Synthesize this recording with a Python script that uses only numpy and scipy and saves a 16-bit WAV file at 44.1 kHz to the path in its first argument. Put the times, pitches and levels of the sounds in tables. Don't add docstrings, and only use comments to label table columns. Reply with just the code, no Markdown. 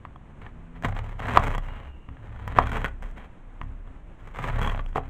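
import sys
import numpy as np
from scipy import signal
from scipy.io import wavfile
from scipy.ndimage import uniform_filter1d

SR = 44100
rng = np.random.default_rng(int(sys.argv[2]) if len(sys.argv) > 2 else 0)


def transcribe(signal):
    frames = np.atleast_2d(signal).T
    limited = np.clip(frames, -1, 1)
    pcm = np.round(limited * 32767).astype(np.int16)
    wavfile.write(sys.argv[1], SR, pcm)


N = 224818

# freq_hz, relative_db
HUM_SPECTRUM = [(40, 5.5), (100, -1.5), (200, -7.5), (300, -10.5), (450, -15.5), (1000, -18.5),
                (2000, -25.5), (3000, -33), (3800, -41.5), (4800, -55.5), (6500, -46.5), (8500, -48),
                (11000, -61.5), (13500, -66), (16000, -79)]
# time_s, firing_hz, level_db
ENGINE_RUN = [(0, 63.6, -54.5), (.15, 68.67, -58), (.4, 73.5, -54.5), (.6, 81.5, -51), (.8, 85.4, -45),
              (.95, 86.7, -50), (1.2, 88.8, -63)]
# firing_multiple, gain_db
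ENGINE_ORDERS = [(2, 2.5), (3, -5)]
# pitch_hz, gain_db, t60_s
TABLE_MODES = [(30, -3, .7), (64, 0, .5), (101, -3, .3), (143, -6, .2), (206, -9, .15), (266, -13, .7)]
# time_s, level_db
HAND_LEAN = [(0.0, -60), (0.67, -47), (0.81, -51), (0.88, -29), (1.33, -38.5), (1.56, -28), (1.94, -47),
             (2.62, -40), (2.78, -30.5), (2.99, -39), (3.06, -30), (3.27, -53), (3.83, -36), (3.98, -48),
             (4.44, -37), (4.61, -25), (4.88, -29.5), (5.09, -48)]
# gain_db, shake_exponent, linger_s
SHAKE_COUPLING = [(-20, 0.53, 0.066), (-10, .75, 0.017)]
# start_s, peak_db, centre_hz, tick_peak_db, thump_db
KNOCKS = [(0.0508, -27, 1230, -54, -43), (0.159, -37, 900, -52, -57), (1.3721, 1.5, 1090, -19, -25),
          (2.088, -34.5, 1400, -62, -36.5), (2.5863, 0, 1000, -36, -24.5), (3.614, -22.5, 1410, -52, -34.5),
          (3.874, -44, 994, -58, -46), (4.9577, -12.5, 704, -34, -28.5), (4.9793, -14, 675, -41, -39)]
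# pitch_hz, gain_db, t60_s
BOARD_MODES = [(456, -3.5, 0.052), (667, -6, 0.015), (753.5, -2.5, 0.047), (1069, 8, 0.013),
               (1174, -7, 0.021), (1470, -8, 0.024), (1930, -5.5, 0.045), (2085, -1.5, 0.023),
               (2770, 10, 0.0081), (3900, -4.5, 0.008), (4330, -10.5, 0.005), (6010, -18.5, 0.0053)]
# pitch_hz, width_hz, gain_db
BLADE_MODES = [(2100, 180, -13), (2800, 120, -24), (3320, 170, -11), (4500, 50, -34), (6400, 250, -36),
               (12800, 200, -38)]
# freq_hz, relative_db
FIZZ_SPECTRUM = [(2650, -37), (4500, -4.5), (6030, -3), (6500, -1.5), (7620, -1), (9430, -7.5),
                 (11100, -22), (12800, -9.5), (14400, -10), (15400, -17.5), (16100, -29.5)]
# freq_hz, relative_db
CRUST_SPECTRUM = [(90, -30.5), (140, 2), (270, -3.5), (320, -15), (420, -6), (600, -6), (1100, -4.5),
                  (1500, -8.5), (2100, -9.5), (2650, -18), (3300, -21.5), (4000, -28), (5000, -43),
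                  (7000, -84)]
# start_s, length_s, rasp_start_db, rasp_end_db, treble_rel_db, steel_rel_db, shake_rel_db
STROKES = [(0.412, 0.057, -44, -47, -32, -15, -3.5), (0.746, 0.04, -45, -55.5, -32, -13, 11),
           (0.824, 0.073, -48, -42, -23.5, -35, 15), (.94, 0.27, -41, -53, -25.5, -20, 5.5),
           (1.191, 0.19, -38, -28, -29, -17, 0), (1.403, 0.15, -35.5, -33.5, -25.5, -9.5, -1.5),
           (1.609, 0.066, -46, -47, -24, -14, -1), (1.679, .2, -41, -49.5, -30, -12, -4),
           (2.082, 0.46, -65.5, -41.5, -29, -12, 10), (2.551, 0.092, -28, -40.5, -30.5, -12.5, 2),
           (2.658, 0.21, -35.5, -37.5, -26.5, -9.5, -0.5), (3.015, 0.11, -41.5, -59, -22.5, -11.5, -6.5),
           (3.158, 0.088, -46.5, -46.5, -28.5, -8.5, -11), (3.621, 0.086, -56, -64, -26, -13.5, 14),
           (4.183, 0.13, -56.5, -55, -24.5, -12, -7), (4.337, .16, -42.5, -31, -25, -29, -4),
           (4.519, 0.078, -43, -34.5, -28.5, -18, 8), (4.605, 0.094, -34.5, -34.5, -25.5, -2.5, -3.5),
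           (4.707, 0.1, -41, -46.5, -24, -15, 0), (4.827, 0.097, -57, -58, -20, -8, 6),
           (4.948, 0.034, -32, -36.5, -28, -7, 1), (5.018, 0.092, -51, -57, -29, -10, 2)]
# start_s, peak_db, centre_hz, treble_peak_db
CRACKS = [(0.464, -28.5, 1740, -67), (.824, -26, 1660, -43), (0.836, -25.5, 665, -51),
          (.846, -12, 627, -38.5), (.851, -21, 1900, -38), (.856, -26, 590, -49), (0.885, -26, 754, -44),
          (.924, -27.5, 760, -64), (0.951, -41, 1290, -50), (.965, -25, 730, -60),
          (.989, -24.5, 915, -43.5), (1.061, -34, 690, -66), (1.127, -34, 970, -66), (1.194, -25, 760, -49),
          (1.227, -31, 764, -54), (1.254, -25, 700, -50), (1.27, -26, 2010, -42), (1.282, -30, 1500, -48),
          (1.304, -37, 1070, -54), (1.336, -18.5, 1060, -37.5), (1.346, -20, 706, -42),
          (1.395, -20, 1170, -40), (1.549, -18, 1100, -40), (1.58, -18, 1160, -37),
          (1.686, -29, 2010, -55.5), (2.169, -38, 1670, -76.5), (2.361, -35.5, 1480, -63),
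          (2.477, -19, 976, -40.5), (2.564, -20, 1070, -52), (2.624, -21, 993, -64),
          (2.67, -22.5, 1470, -38.5), (2.695, -23, 1380, -43), (2.717, -21.5, 1500, -41),
          (2.757, -19, 1120, -45), (2.77, -19, 1300, -42), (2.844, -11.5, 1480, -36),
          (2.85, -15.5, 1860, -40), (2.859, -18, 1480, -38), (2.883, -30, 1410, -51),
          (3.024, -30, 1555, -48), (3.112, -42.5, 2530, -54), (4.36, -26.5, 1540, -47.5),
          (4.387, -23.5, 1250, -46), (4.44, -20, 1200, -43), (4.486, -18.5, 1640, -48),
          (4.499, -19.5, 1030, -58), (4.536, -29, 1410, -61), (4.589, -24, 1190, -44),
          (4.615, -15, 1500, -36.5), (4.63, -22.5, 1100, -50), (4.647, -19, 982, -57),
          (4.674, -17, 1090, -36), (4.697, -17, 1430, -48), (4.718, -25, 1090, -62),
          (4.747, -22.5, 1070, -62), (4.776, -25.5, 1690, -53), (4.793, -21.5, 1140, -60),
          (4.862, -32, 2950, -54), (4.929, -36, 2900, -68)]
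# time_s, level_db
SLIDE_LEVELS = [(1.55, -66), (1.7, -50.5), (1.95, -56), (2.25, -71)]
# pitch_hz, width_hz, gain_db
SLIDE_MODES = [(2820, 130, -5), (13300, 500, -36)]

HUM_DB, REVERB_DB, CUTOFF_HZ = -46.5, -19.5, 16200
DAMP_CYCLES, FREE_SHARE = 4.43, 0.26
BITE_S, LIFT_S = 0.013, 0.018
CRACK_CYCLES = 3.75


def amp(db):
    return 10 ** (np.asarray(db) / 20)


def unit_rms(x):
    return x / np.sqrt(np.mean(x ** 2) + 1e-20)


def curves(rows):
    times_s, *columns = np.transpose(rows)
    return [np.interp(np.arange(N) / SR, times_s, column) for column in columns]


def add(mix, start_s, sound):
    part = mix[round(start_s * SR):][:len(sound)]
    part += sound[:len(part)]


def colour(x, spectrum):
    freq_hz, db = np.transpose(spectrum)
    bins_hz = abs(np.fft.fftfreq(8192, 1 / SR))
    bins_db = np.interp(np.log(bins_hz + 1), np.log(freq_hz), np.maximum(db, -100))
    response = np.exp(np.conj(signal.hilbert(np.log(amp(bins_db)))))
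    taps = np.fft.ifft(response).real[:4096]
    return signal.oaconvolve(x, taps / np.linalg.norm(taps))[:len(x)]


def resonate(x, hz, width_hz):
    carrier = np.exp(2j * np.pi * np.cumsum(hz * np.ones(len(x))) / SR)
    pole = np.exp(-np.pi * width_hz / SR)
    return 2 * (carrier * signal.lfilter([1 - pole], [1, -pole], x / carrier)).real


def excite(x, modes):
    return sum(amp(db) * resonate(resonate(x, hz, width_hz), hz, 2 * width_hz)
               * np.sqrt(SR / width_hz / 2 / np.pi) for hz, width_hz, db in modes)


def drift(rate_hz):
    width = max(int(SR / rate_hz), 2)
    return unit_rms(uniform_filter1d(uniform_filter1d(rng.standard_normal(N), width), width))


def snaps(shape, per_s, spread_db):
    size = amp(spread_db * np.minimum(rng.exponential(1, shape), 4))
    return unit_rms(size * rng.standard_normal(shape) * (rng.random(shape) < per_s / SR))


def ring(modes, length_s):
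    t = np.arange(int(length_s * SR)) / SR
    return sum(amp(db - 60 * t / t60_s) * np.sin(2 * np.pi * hz * t) for hz, db, t60_s in modes)


def kitchen_hum():
    return amp(HUM_DB + drift(rate_hz=22)) * colour(rng.standard_normal(N), HUM_SPECTRUM)


def far_engine():
    firing_hz, level_db = curves(ENGINE_RUN)
    phase = 2 * np.pi * np.cumsum(firing_hz) / SR
    audible = np.arange(N) / SR < ENGINE_RUN[-1][0]
    return audible * sum(amp(level_db + gain_db + 2.5 * drift(rate_hz=36)) * np.sin(order * phase)
                         for order, gain_db in ENGINE_ORDERS)


def table_sway(shake):
    out, gains = np.zeros(N), [amp(curves(HAND_LEAN)[0])]
    for gain_db, exponent, linger_s in SHAKE_COUPLING:
        pole = np.exp(-1 / (SR * linger_s))
        lingering = abs(signal.lfilter([1 - pole], [1, -pole], shake))
        gains.append(amp(gain_db) * lingering ** exponent)
    for gain, (hz, _, _), roughness in zip(gains, TABLE_MODES, (.25, .5, .8)):
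        pitch_hz = hz * (1 + 0.071 * drift(rate_hz=6.6))
        tone = np.sqrt(2) * np.sin(2 * np.pi * np.cumsum(pitch_hz) / SR)
        lumps = unit_rms(resonate(resonate(rng.standard_normal(N), hz, .5 * hz), hz, .5 * hz))
        out += gain * (tone + roughness * lumps) / np.sqrt(1 + roughness ** 2)
    return out


def board_knocks():
    out, t = np.zeros(N), np.arange(3000) / SR
    thump = ring(TABLE_MODES, length_s=.9)
    attack = (1 - np.exp(-t / .0006)) ** 2
    ticks = rng.standard_normal((len(KNOCKS), len(t))) * np.exp(-t / .0015)
    for (start_s, peak_db, centre_hz, tick_db, thump_db), tick in zip(KNOCKS, ticks):
        wood = np.zeros(len(t))
        for hz, gain_db, t60_s in BOARD_MODES:
            struck_db = gain_db - 10 * np.log2(hz / centre_hz) ** 2
            damping = FREE_SHARE + np.exp(-(t * hz / DAMP_CYCLES) ** 2)
            wood += attack * damping * ring([(hz, struck_db, t60_s)], length_s=.08)[:len(t)]
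        steel = excite(tick, BLADE_MODES) + 0.04 * colour(tick, FIZZ_SPECTRUM)
        add(out, start_s, amp(tick_db) * steel / abs(steel).max() - amp(peak_db) * wood / abs(wood).max())
        add(out, start_s, amp(thump_db) * thump)
    return out


def kitchen_reverb(x, low_t60_s=0.21, high_t60_s=0.05):
    t = np.arange(SR // 2) / SR
    taps = rng.choice([-1., 1.], len(t)) * (rng.random(len(t)) < 2000 / SR) * (t > .004)
    low = signal.lfilter([.25], [1, -.75], taps)
    tail = low * amp(-60 * t / low_t60_s) + 0.19 * (taps - low) * amp(-60 * t / high_t60_s)
    return signal.oaconvolve(x, tail / np.linalg.norm(tail))[:N]


def saw_strokes():
    t, gains = np.arange(N) / SR, np.zeros((4, N))
    for start_s, length_s, start_db, end_db, *relative_db in STROKES:
        age_s = t - start_s
        gate = np.clip(age_s / BITE_S, 0, 1) * np.exp(-np.maximum(age_s - length_s, 0) / LIFT_S)
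        rasp_db = np.interp(age_s, [0, length_s], [start_db, end_db])
        gains += amp([0, *relative_db])[:, None] * (gate * amp(rasp_db))
    return gains


def teeth_rasp(body_gain, treble_gain, steel_gain):
    clumps, hiss = amp(2.47 * drift(rate_hz=80)), rng.standard_normal(N)
    crackle = snaps(N, per_s=1300, spread_db=3.6)
    teeth = unit_rms(clumps * (crackle + 0.62 * hiss))
    crumbs = unit_rms(clumps ** 1.4 * (crackle + 0.51 * hiss))
    return (body_gain * colour(teeth, CRUST_SPECTRUM) + treble_gain * colour(crumbs, FIZZ_SPECTRUM)
            + excite(steel_gain * teeth, BLADE_MODES))


def crust_cracks(steel_share):
    out, t = np.zeros(N), np.arange(2048) / SR
    volleys = snaps((len(CRACKS), len(t)), per_s=7000, spread_db=3.8)
    volleys[:, 24] += 11 * np.sign(volleys.sum(axis=1))
    for (start_s, peak_db, hz, treble_db), volley in zip(CRACKS, volleys):
        age = t * hz / CRACK_CYCLES
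        burst = volley * (1 - np.exp(-age / 0.14)) * np.exp(-age ** 0.94)
        crust = colour(resonate(burst, hz, 0.067 * hz) + .5 * burst, CRUST_SPECTRUM)
        body = crust + steel_share[round(start_s * SR)] * excite(burst, BLADE_MODES)
        fizz = colour(burst, FIZZ_SPECTRUM)
        add(out, start_s, amp(peak_db) * body / abs(body).max())
        add(out, start_s, amp(treble_db) * fizz / abs(fizz).max())
    return out


def blade_slide():
    t = np.arange(N) / SR
    touching = (t > SLIDE_LEVELS[0][0]) & (t < SLIDE_LEVELS[-1][0])
    return touching * amp(curves(SLIDE_LEVELS)[0]) * excite(rng.standard_normal(N), SLIDE_MODES)


def scene():
    body_gain, treble_gain, steel_gain, shake = saw_strokes()
    steel_share = steel_gain / (body_gain + 1e-9)
    knife = teeth_rasp(body_gain, treble_gain, steel_gain) + crust_cracks(steel_share)
    knife += board_knocks() + blade_slide()
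    reverb = amp(REVERB_DB) * kitchen_reverb(knife)
    return (knife + reverb + table_sway(shake) + far_engine() + kitchen_hum())[None]


def record(dry):
    lowpass = signal.firwin(511, CUTOFF_HZ, window=("kaiser", 9), fs=SR)
    return signal.oaconvolve(np.clip(dry, -1, 1), lowpass[None], "same")


dry = scene()
out = record(dry)
transcribe(out)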